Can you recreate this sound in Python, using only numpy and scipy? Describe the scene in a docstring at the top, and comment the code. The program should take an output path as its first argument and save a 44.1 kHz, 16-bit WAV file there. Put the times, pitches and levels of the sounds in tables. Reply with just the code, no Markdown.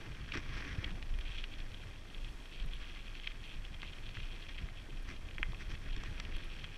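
"""A scooter pulled by two dogs rolls along a gravelly dirt track, heard from inside a closed camera case
that rings boxily at 1.5-3.5 kHz. Wind and the shaking mount rumble underneath from the start.
In the first second the tyres skid, drag through dirt and flick pebbles; then they crunch over patches
of gravel while the tow-line's hook clinks and the frame ticks and thuds now and then. Near 5.4 s two
stones crack against the frame, and the ride goes on through more scuffs, pebbles and gravel."""
import sys
import numpy as np
from scipy import signal
from scipy.fft import rfft, irfft, next_fast_len
from scipy.io import wavfile
from scipy.ndimage import uniform_filter1d

SR = 44100
rng = np.random.default_rng(int(sys.argv[2]) if len(sys.argv) > 2 else 0)


def persist_wave(psi):
    """Save psi, clipped to +-1, as 16-bit WAV."""
    counts = np.round(np.clip(psi, -1, 1) * 32767).astype(np.int16)
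    wavfile.write(sys.argv[1], SR, np.atleast_2d(counts).T)


N = 298557


def from_db(db):
    return 10 ** (np.asarray(db) / 20)


def unit_rms(x):
    return x / np.sqrt(np.mean(x ** 2) + 1e-20)


def unit_peak(x):
    return x / np.max(np.abs(x))


def fader(rows):
    """A level in dB at every sample, gliding from point to point."""
    times, levels_db = np.transpose(rows)
    return np.interp(np.arange(N) / SR, times, levels_db)


def add(track, start_s, sound):
    """Mix a sound into the track at its start time."""
    at = max(0, round(start_s * SR))
    track[at:at + len(sound)] += sound[:max(0, N - at)]


def drift(rate_hz):
    """A smooth random wobble with a spread of about 1, mostly slower than rate_hz."""
    step, run_in = 20, 2000
    pole = np.exp(-2 * np.pi * rate_hz * step / SR)
    white = rng.standard_normal(N // step + run_in + 2)
    slow = signal.lfilter([1], [1, -2 * pole, pole * pole], white)[run_in:]
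    return np.interp(np.arange(N) / step, np.arange(len(slow)), unit_rms(slow))


def swells(rows, rise_s, decay_s):
    """Envelope of overlapping swells: each rises smoothly to its peak, then dies away."""
    t, power = np.arange(N) / SR, 0
    for peak_s, db in rows:
        shape = np.exp(-(np.minimum(t - peak_s, 0) / rise_s) ** 2 - np.maximum(t - peak_s, 0) / decay_s)
        power = power + (from_db(db) * shape) ** 2
    return np.sqrt(power)


def patches(rows, edge_s):
    """Envelope of stretches of ground that the tyres take edge_s to roll onto, and off."""
    t, power = np.arange(N) / SR, 0
    for start_s, length_s, db in rows:
        on_patch = np.clip(np.minimum(t - start_s, start_s + length_s - t) / edge_s + .5, 0, 1)
        power = power + (from_db(db) * on_patch) ** 2
    return np.sqrt(power)


def equalise(x, curve):
    """Shape the tone with a minimum-phase EQ, so nothing rings ahead of an attack."""
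    size = 2 * next_fast_len(len(x) // 2 + 2048)
    hz, db = np.transpose(curve)
    bins_hz = np.maximum(np.arange(size // 2 + 1) * SR / size, 1)
    gain = from_db(np.interp(np.log(bins_hz), np.log(hz), db))
    cepstrum = irfft(np.log(gain))
    cepstrum[1:size // 2] *= 2
    cepstrum[size // 2 + 1:] = 0
    return irfft(rfft(x, size) * np.exp(rfft(cepstrum)))[:len(x)]


def resonance(x, hz, width_hz):
    """A two-pole resonance with gain 1 at its peak."""
    radius = np.exp(-np.pi * width_hz / SR)
    feedforward = np.array([1, 0, -1]) * (1 - radius ** 2) / 2
    feedback = [1, -2 * radius * np.cos(2 * np.pi * hz / SR), radius ** 2]
    return signal.lfilter(feedforward, feedback, x + 1e-18)


def ring(x, modes):
    """A body's resonances, sounding in parallel."""
    return sum(from_db(db) * resonance(x, hz, width_hz) for hz, width_hz, db in modes)


def noise(curve, flutter_db, flutter_hz):
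    """Equalised noise whose level flutters; rms 1."""
    return unit_rms(equalise(rng.standard_normal(N) * from_db(flutter_db * drift(flutter_hz)), curve))


def grains(per_s, spread_db):
    """Random clicks, many small and a few larger."""
    sizes = from_db(spread_db * np.minimum(rng.exponential(1, N), 3))
    signs = rng.choice([-1, 1], N)
    return sizes * signs * (rng.random(N) < per_s / SR)


def contact(scatter, decay_s):
    """One sharp blow followed by a dying spray of tiny contacts."""
    t = np.arange(2600) / SR
    blow = scatter * rng.standard_normal(len(t)) * np.exp(-t / decay_s)
    blow[0] = 1
    return blow


# The boxy ring of the case. Each row: pitch in Hz, width in Hz, level in dB over the direct sound.
CASE_RESONANCES = [(1100, 130, -10.5), (1625, 110, -4.5), (1860, 43, -0.5), (2070, 14, 2), (2455, 225, -4),
                   (3253, 160, 3), (4400, 130, -4.5), (5460, 106, -1.5), (8380, 93, -2.5)]
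def case(x):
    """Sound passes through the camera case and sets it ringing."""
    return x + ring(x, CASE_RESONANCES)


# The tone of the hiss. Each row: frequency in Hz, gain in dB.
HISS_EQ = [(200, -1), (600, 10), (1000, 8), (4000, 3), (7000, -2), (10000, -6), (13000, -11),
           (15000, -18.5)]
def hiss():
    """A faint, nearly steady bed of hiss, coloured by the case."""
    return from_db(-64) * unit_rms(case(noise(HISS_EQ, flutter_db=0.63, flutter_hz=3.4)))


# The sub-bass of the shaking mount. Each row: frequency in Hz, gain in dB.
MOUNT_EQ = [(10, -20), (20, -10.5), (26, -1), (33, -16.5), (55, -23.5), (100, -48.5), (1000, -140)]
# Bumps in the track. Each row: time of the peak in seconds, level in dB.
TRACK_BUMPS = [(.49, -42), (.9, -39.5), (1.14, -32.5), (1.38, -39), (1.61, -39.5), (2.21, -39), (2.64, -35),
               (2.97, -50), (3.11, -46), (3.31, -45), (3.58, -40), (4.05, -43.5), (4.25, -39.5),
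               (4.58, -44), (4.98, -39.5), (5.21, -46), (5.43, -35.5), (5.7, -40.5), (5.93, -36),
               (6.15, -43.5), (6.36, -35.5)]
def mount_rumble():
    """The camera mount shakes near its own slow resonance, and harder at every bump."""
    steady = from_db(-50 + 2 * drift(0.69))
    shake = np.hypot(steady, swells(TRACK_BUMPS, rise_s=0.063, decay_s=0.13))
    rumble = noise(MOUNT_EQ, flutter_db=0, flutter_hz=15)
    rumble /= np.sqrt(uniform_filter1d(rumble ** 2, size=3000))   # evened out: the shake sets the level
    return shake * rumble


# The low tone of wind on the case. Each row: frequency in Hz, gain in dB.
WIND_EQ = [(25, -5.5), (50, 4.5), (90, 0), (130, -3.5), (190, -10.5), (300, -26), (600, -33), (4000, -110)]
# The rise and fall of the breeze. Each row: time in seconds, level in dB.
BREEZE_FADER = [(0, -47.5), (.25, -46.5), (.36, -43.5), (.7, -47.5), (1.4, -52.5), (2.45, -55.5),
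                (3.3, -56), (4.1, -51.5), (4.8, -53.5), (6.1, -48.5), (6.45, -53.5), (6.77, -51)]
# Quick gusts. Each row: time of the peak in seconds, level in dB.
WIND_GUSTS = [(1.12, -41.5), (1.74, -46.5), (2.67, -51), (3.57, -43.5), (4.19, -47), (4.63, -43.5),
              (5.28, -50), (6.7, -51)]
# Puffs of air. Each row: start in seconds, level in dB, pitch in Hz.
AIR_PUFFS = [(0.784, -23.5, 95), (5.968, -35, 69.6)]
def wind():
    """Eddies buffet the case, and two puffs hit it squarely."""
    strength = np.hypot(from_db(fader(BREEZE_FADER)), swells(WIND_GUSTS, rise_s=0.028, decay_s=0.026))
    air = strength * noise(WIND_EQ, flutter_db=3, flutter_hz=13.7)
    t = np.arange(3000) / SR
    for start_s, db, hz in AIR_PUFFS:
        # a push and a smaller pull, gone after about one cycle
        add(air, start_s, from_db(db) * np.sin(2 * np.pi * hz * t) * np.exp(-1.6 * hz * t))
    return air


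# The dull tone of the juddering frame. Each row: frequency in Hz, gain in dB.
JUDDER_EQ = [(70, -14), (160, -5), (330, 3.5), (420, -6.5), (550, -16), (1000, -20), (4000, -67)]
# Thuds over ruts. Each row: start in seconds, peak level in dB.
RUT_THUDS = [(2.203, -55), (3.824, -50), (4.33, -51.5), (4.886, -45), (5.395, -43.5), (5.529, -48),
             (5.968, -43.5), (6.288, -47)]
def frame_thuds():
    """The frame judders briefly and dully over a rut."""
    out = np.zeros(N)
    for start_s, db in RUT_THUDS:
        thud = equalise(contact(scatter=1, decay_s=0.0081), JUDDER_EQ)
        add(out, start_s, from_db(db) * unit_peak(thud))
    return out


# The bright tone of a tick on the frame. Each row: frequency in Hz, gain in dB.
TICK_EQ = [(200, -12), (800, 3), (3500, 11), (4800, 0.5), (5800, 7.5), (6600, -6), (7700, 4.5), (9000, -25),
           (15000, -45)]
# The midrange tone of a knock or a pebble's pop. 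Each row: frequency in Hz, gain in dB.
KNOCK_EQ = [(300, -17), (900, 1.5), (1500, 2.5), (2500, 1.5), (3400, -3), (3800, -2), (5800, -12.5),
            (7000, -15.5), (15000, -41)]
# The body of the frame. Each row: pitch in Hz, width in Hz, level in dB.
FRAME_RESONANCES = [(358, 64, 1), (740, 220, -7), (1080, 450, -1)]
# Hard ticks. Each row: start in seconds, peak level in dB, knock level in dB over the tick.
FRAME_TICKS = [(1.188, -43, -22), (3.832, -54, 15.5), (5.533, -57.5, 17), (5.9648, -39.5, -24),
               (6.036, -36, -6), (6.1997, -29.5, -28), (6.3665, -46.5, 5), (6.642, -47, 8.5)]
def frame_ticks():
    """Each hard blow gives a bright tick and makes the frame knock dully."""
    out = np.zeros(N)
    for start_s, db, knock_db in FRAME_TICKS:
        blow = contact(scatter=1, decay_s=0.001)
        tick = unit_peak(case(equalise(blow, TICK_EQ)))
        knock = unit_peak(ring(equalise(blow, KNOCK_EQ), FRAME_RESONANCES))
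        add(out, start_s, from_db(db) * (tick + from_db(knock_db) * knock))
    return out


# The ring of the metal hook. Each row: pitch in Hz, width in Hz, level in dB.
HOOK_RESONANCES = [(9300, 160, -1), (9860, 240, -2), (11000, 1100, -9)]
# Clinks of the hook. Each row: start in seconds, peak level in dB.
HOOK_CLINKS = [(1.188, -58), (2.661, -56), (2.740, -58), (5.026, -59), (6.3645, -55), (6.4434, -56)]
def hook_clinks():
    """The tow-line's snap hook is jolted and rings, thin and high."""
    out = np.zeros(N)
    for start_s, db in HOOK_CLINKS:
        clink = ring(contact(scatter=0.5, decay_s=0.0027), HOOK_RESONANCES)
        add(out, start_s, from_db(db) * unit_peak(clink))
    return out


# The low-mid tone of rolling tyres. Each row: frequency in Hz, gain in dB.
ROAR_EQ = [(100, -8), (200, -1.5), (320, -2.5), (430, -6.5), (900, -13), (1500, -23.5), (8000, -69)]
# The rise and fall of the roar. 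Each row: time in seconds, level in dB.
ROAR_FADER = [(0, -55), (.25, -62), (.58, -58), (.93, -56.5), (1.05, -61.5), (2.2, -60.5), (3.1, -63),
              (4.0, -62), (4.8, -61), (5.9, -61), (6.22, -57), (6.45, -60.5), (6.77, -61)]
def tyre_roar():
    """The tyres roll over the track with a soft, fluttering roar."""
    return from_db(fader(ROAR_FADER)) * noise(ROAR_EQ, flutter_db=1.5, flutter_hz=60)


# The rasp of rubbed dirt. Each row: frequency in Hz, gain in dB.
SCUFF_EQ = [(100, -9), (340, 2.5), (600, -33.5), (900, -13), (1150, -2.5), (1800, -0.5), (2400, -1.5),
            (3200, -8), (4500, -14), (6000, -12.5), (7000, -33), (10000, -34.5), (15000, -51)]
def scuff(per_s):
    """Dirt rubbed sideways: dense fine grains in clumps; rms 1."""
    rub = grains(per_s * from_db(4.6 * drift(50)), spread_db=3)
    return unit_rms(case(equalise(rub, SCUFF_EQ)))


# The rise and fall of the rubbing. 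Each row: time in seconds, level in dB.
DIRT_FADER = [(0, -55.5), (.36, -58.5), (.55, -50), (.68, -52), (.87, -58), (1.04, -62.5), (1.28, -58),
              (2.45, -63), (2.9, -59), (3.75, -61.5), (4.5, -59.5), (4.94, -63), (5.8, -61), (6.15, -56),
              (6.77, -60)]
def dirt_rub():
    """The tread rubs over fine dirt all along the track."""
    return from_db(fader(DIRT_FADER)) * scuff(per_s=7000)


# Short skids over loose dirt. Each row: start in seconds, length in seconds, level in dB.
TYRE_SKIDS = [(0.325, 0.078, -44.5), (0.558, 0.044, -47.5), (1.277, .16, -62), (5.069, 0.097, -54.5),
              (5.59, 0.048, -50.5), (5.683, 0.076, -54.5)]
def skids():
    """A tyre slides: dirt rattles, sand sprays against the frame, and a hard skid adds a low judder."""
    attack_s, release_s = 0.016, 0.024
    slide = np.zeros(N)
    for start_s, length_s, db in TYRE_SKIDS:
        t = np.arange(round(length_s * SR)) / SR
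        envelope = np.clip(np.minimum(t / attack_s, (length_s - t) / release_s), 0, 1)
        add(slide, start_s, from_db(db) * envelope)
    rasp = from_db(2 * drift(160)) * scuff(per_s=1600)
    judder = from_db(-0.5) * np.sqrt(unit_peak(slide)) * noise(JUDDER_EQ, flutter_db=2, flutter_hz=49)
    spray = grains(per_s=2800, spread_db=10.5)
    sand = from_db(-12) * unit_rms(case(equalise(spray, TICK_EQ)))
    return slide * (rasp + judder + sand)


# Drags through soft dirt. Each row: start in seconds, length in seconds, level in dB.
TYRE_DRAGS = [(.34, 0.047, -51.5), (.54, 0.066, -63), (.63, 0.11, -52), (.77, 0.071, -55),
              (.83, 0.057, -51), (5.86, 0.031, -54.5), (5.975, 0.099, -58), (6.25, 0.18, -65)]
def drags():
    """A tyre ploughs through dirt: clumps of grains rasp in one broad resonance as the frame judders."""
    rasp_hz, width_hz = 1800, 840
    rub = grains(per_s=2600 * from_db(5 * drift(90)), spread_db=5.5)
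    rasp = resonance(resonance(rub, rasp_hz, width_hz), rasp_hz, width_hz)
    judder = from_db(-5.5) * noise(JUDDER_EQ, flutter_db=1.5, flutter_hz=24)
    return patches(TYRE_DRAGS, edge_s=0.017) * (unit_rms(rasp) + judder)


# The bite of cracking grit. Each row: frequency in Hz, gain in dB.
CRUNCH_EQ = [(500, -5.5), (1200, -7), (1900, -7.5), (2600, 4.5), (3300, 1), (3650, -2), (4400, -6.5),
             (4900, -14.5), (5900, -8.5), (6700, -15), (9000, -15), (15000, -51)]
# Patches of gravel. Each row: start in seconds, length in seconds, level in dB.
GRAVEL_PATCHES = [(1.237, 0.18, -50), (1.516, 0.02, -52), (1.701, .2, -62), (2.11, .2, -61),
                  (2.515, 0.13, -57), (2.697, .62, -59), (3.41, 0.15, -55.5), (3.828, 0.083, -53),
                  (4.045, 0.563, -57), (5.857, .27, -60.5), (6.323, 0.12, -55), (6.489, .35, -58.5)]
def gravel_crunch():
    """Grit cracks under the tread in clumps over fine dust; each grain rings at one of five pitches."""
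    thin_cover = from_db(-63.5)
    level = np.hypot(thin_cover, patches(GRAVEL_PATCHES, edge_s=0.047))
    level_db = 20 * np.log10(level)
    thickness_db = level_db - np.mean(level_db)
    # more grains crack in a thicker patch, so it merges into one dense crunch
    per_s = 52 * from_db(1.1 * thickness_db + 5 * drift(45))
    pitches_hz = np.geomspace(2000, 4200, num=5)
    grit = sum(resonance(grains(per_s, spread_db=2.5), hz, width_hz=1080) for hz in pitches_hz)
    grit = unit_rms(grit * from_db(-0.55 * thickness_db))   # offsets the loudness of the extra grains
    dust = from_db(-7) * rng.standard_normal(N)
    return level * unit_rms(case(equalise(grit + dust, CRUNCH_EQ)))


# The dry tone of stone on frame. Each row: frequency in Hz, gain in dB.
CRACK_EQ = [(300, -41), (900, -10.5), (1500, 0), (2400, 4.5), (3300, -5.5), (3750, -25), (5500, -31),
            (7000, -34), (15000, -55)]
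# A stone's chatter as it leaves the frame. Each row: delay in seconds, level in dB against the blow.
STONE_REBOUNDS = [(.0013, -26), (.0037, -10), (.0076, -24)]
# Stone hits. Each row: start in seconds, peak level in dB.
STONE_HITS = [(5.3826, -28), (5.4299, -17)]
def stone_cracks():
    """A stone hits the frame: one broad, dry crack and a few softer, duller rebounds."""
    rebound_cutoff_hz, ring_db = 1710, -1.5
    out, blow, chatter = np.zeros(N), np.zeros(SR // 20), np.zeros(SR // 20)
    blow[0] = 1
    for delay_s, db in STONE_REBOUNDS:
        chatter[round(delay_s * SR)] = from_db(db)
    chatter = signal.lfilter(*signal.butter(2, rebound_cutoff_hz, fs=SR), chatter)
    crack = equalise(blow + chatter, CRACK_EQ)
    crack = unit_peak(crack + from_db(ring_db) * ring(crack, CASE_RESONANCES))
    for start_s, db in STONE_HITS:
        add(out, start_s, from_db(db) * crack)
    return out


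# Pebbles flicked by the tyres. Each row: start in seconds, peak level in dB, pitch in Hz.
PEBBLE_POPS = [(0.2893, -40, 1550), (0.3201, -29, 2500), (0.3223, -30, 2730), (0.3428, -31, 1500),
               (0.366, -33, 2000), (0.4915, -38, 2600), (0.58, -40, 2190), (0.623, -35, 1920),
               (0.8427, -26.5, 2700), (0.8446, -31.5, 3160), (0.893, -38, 2300), (0.9062, -39.5, 3240),
               (1.026, -31.5, 2800), (1.1877, -35, 2420), (1.21, -36.5, 3170), (1.2567, -40, 2400),
               (1.28, -40, 2330), (1.4401, -27.5, 2630), (1.538, -37.5, 2980), (1.6023, -36, 3170),
               (1.7438, -37, 3240), (2.146, -37, 3400), (2.2458, -36, 2950), (2.456, -41, 3200),
               (2.5988, -37.5, 2940), (2.734, -35.5, 3270), (2.829, -40.5, 1800), (2.898, -40, 2540),
               (2.96, -39.5, 2340), (3.152, -34.5, 2910), (3.1981, -36, 2970), (3.243, -37.5, 2490),
               (3.2726, -24, 2600), (3.3022, -42, 3150), (3.3166, -41, 2400), (3.5156, -39.5, 2430),
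               (3.65, -35.5, 3210), (3.7439, -37, 2730), (3.8183, -33.5, 3420), (3.83, -32, 2040),
               (3.9332, -38, 3180), (3.985, -40.5, 2460), (4.091, -36, 3120), (4.151, -35, 2840),
               (4.17, -32.5, 1970), (4.2014, -35.5, 2620), (4.4242, -39, 2860), (4.492, -39, 2270),
               (4.5812, -37, 2630), (4.586, -36, 2740), (4.687, -38, 1960), (5.287, -38, 2600),
               (5.31, -38.5, 2790), (5.3467, -42, 3240), (5.5207, -40, 3160), (5.5455, -38, 2560),
               (5.7516, -35.5, 2600), (5.888, -38.5, 1860), (5.9293, -39, 3200), (5.963, -39, 1840),
               (6.059, -38, 2170), (6.179, -40, 2580), (6.2017, -33, 1860), (6.251, -34, 2680),
               (6.324, -40, 2350), (6.642, -33, 2920), (6.6466, -39, 2780)]
def pebble_pops():
    """A pebble squeezed out from under the tyre slips, pops and stirs its neighbours."""
    width_hz = 830   # a wide resonance: each pop is over in two or three cycles
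    slip_lead_s, slip_db = 0.0035, -14
    out = np.zeros(N)
    for start_s, db, hz in PEBBLE_POPS:
        pop = resonance(contact(scatter=0.099, decay_s=0.0035), hz, width_hz)
        slip = resonance(contact(scatter=0.79, decay_s=0.0016), hz, width_hz)
        add(out, start_s + 0.0006, from_db(db) * unit_peak(case(equalise(pop, KNOCK_EQ))))
        add(out, start_s - slip_lead_s, from_db(db + slip_db) * unit_peak(case(equalise(slip, KNOCK_EQ))))
    return out


def scene():
    """The mono mix: a bed of hiss and rumble, the tyres on the dirt, and the sharp hits on top."""
    bed = hiss() + mount_rumble() + wind()
    tyres = tyre_roar() + dirt_rub() + gravel_crunch() + skids() + drags()
    hits = pebble_pops() + stone_cracks() + frame_ticks() + hook_clinks() + frame_thuds()
    return (bed + tyres + hits)[None]


def record(dry):
    """A steep low-pass takes off the very top."""
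    cutoff_hz = 15100
    return signal.sosfilt(signal.ellip(12, .1, 80, cutoff_hz, fs=SR, output="sos"), dry)


dry = scene()
out = record(dry)
persist_wave(out)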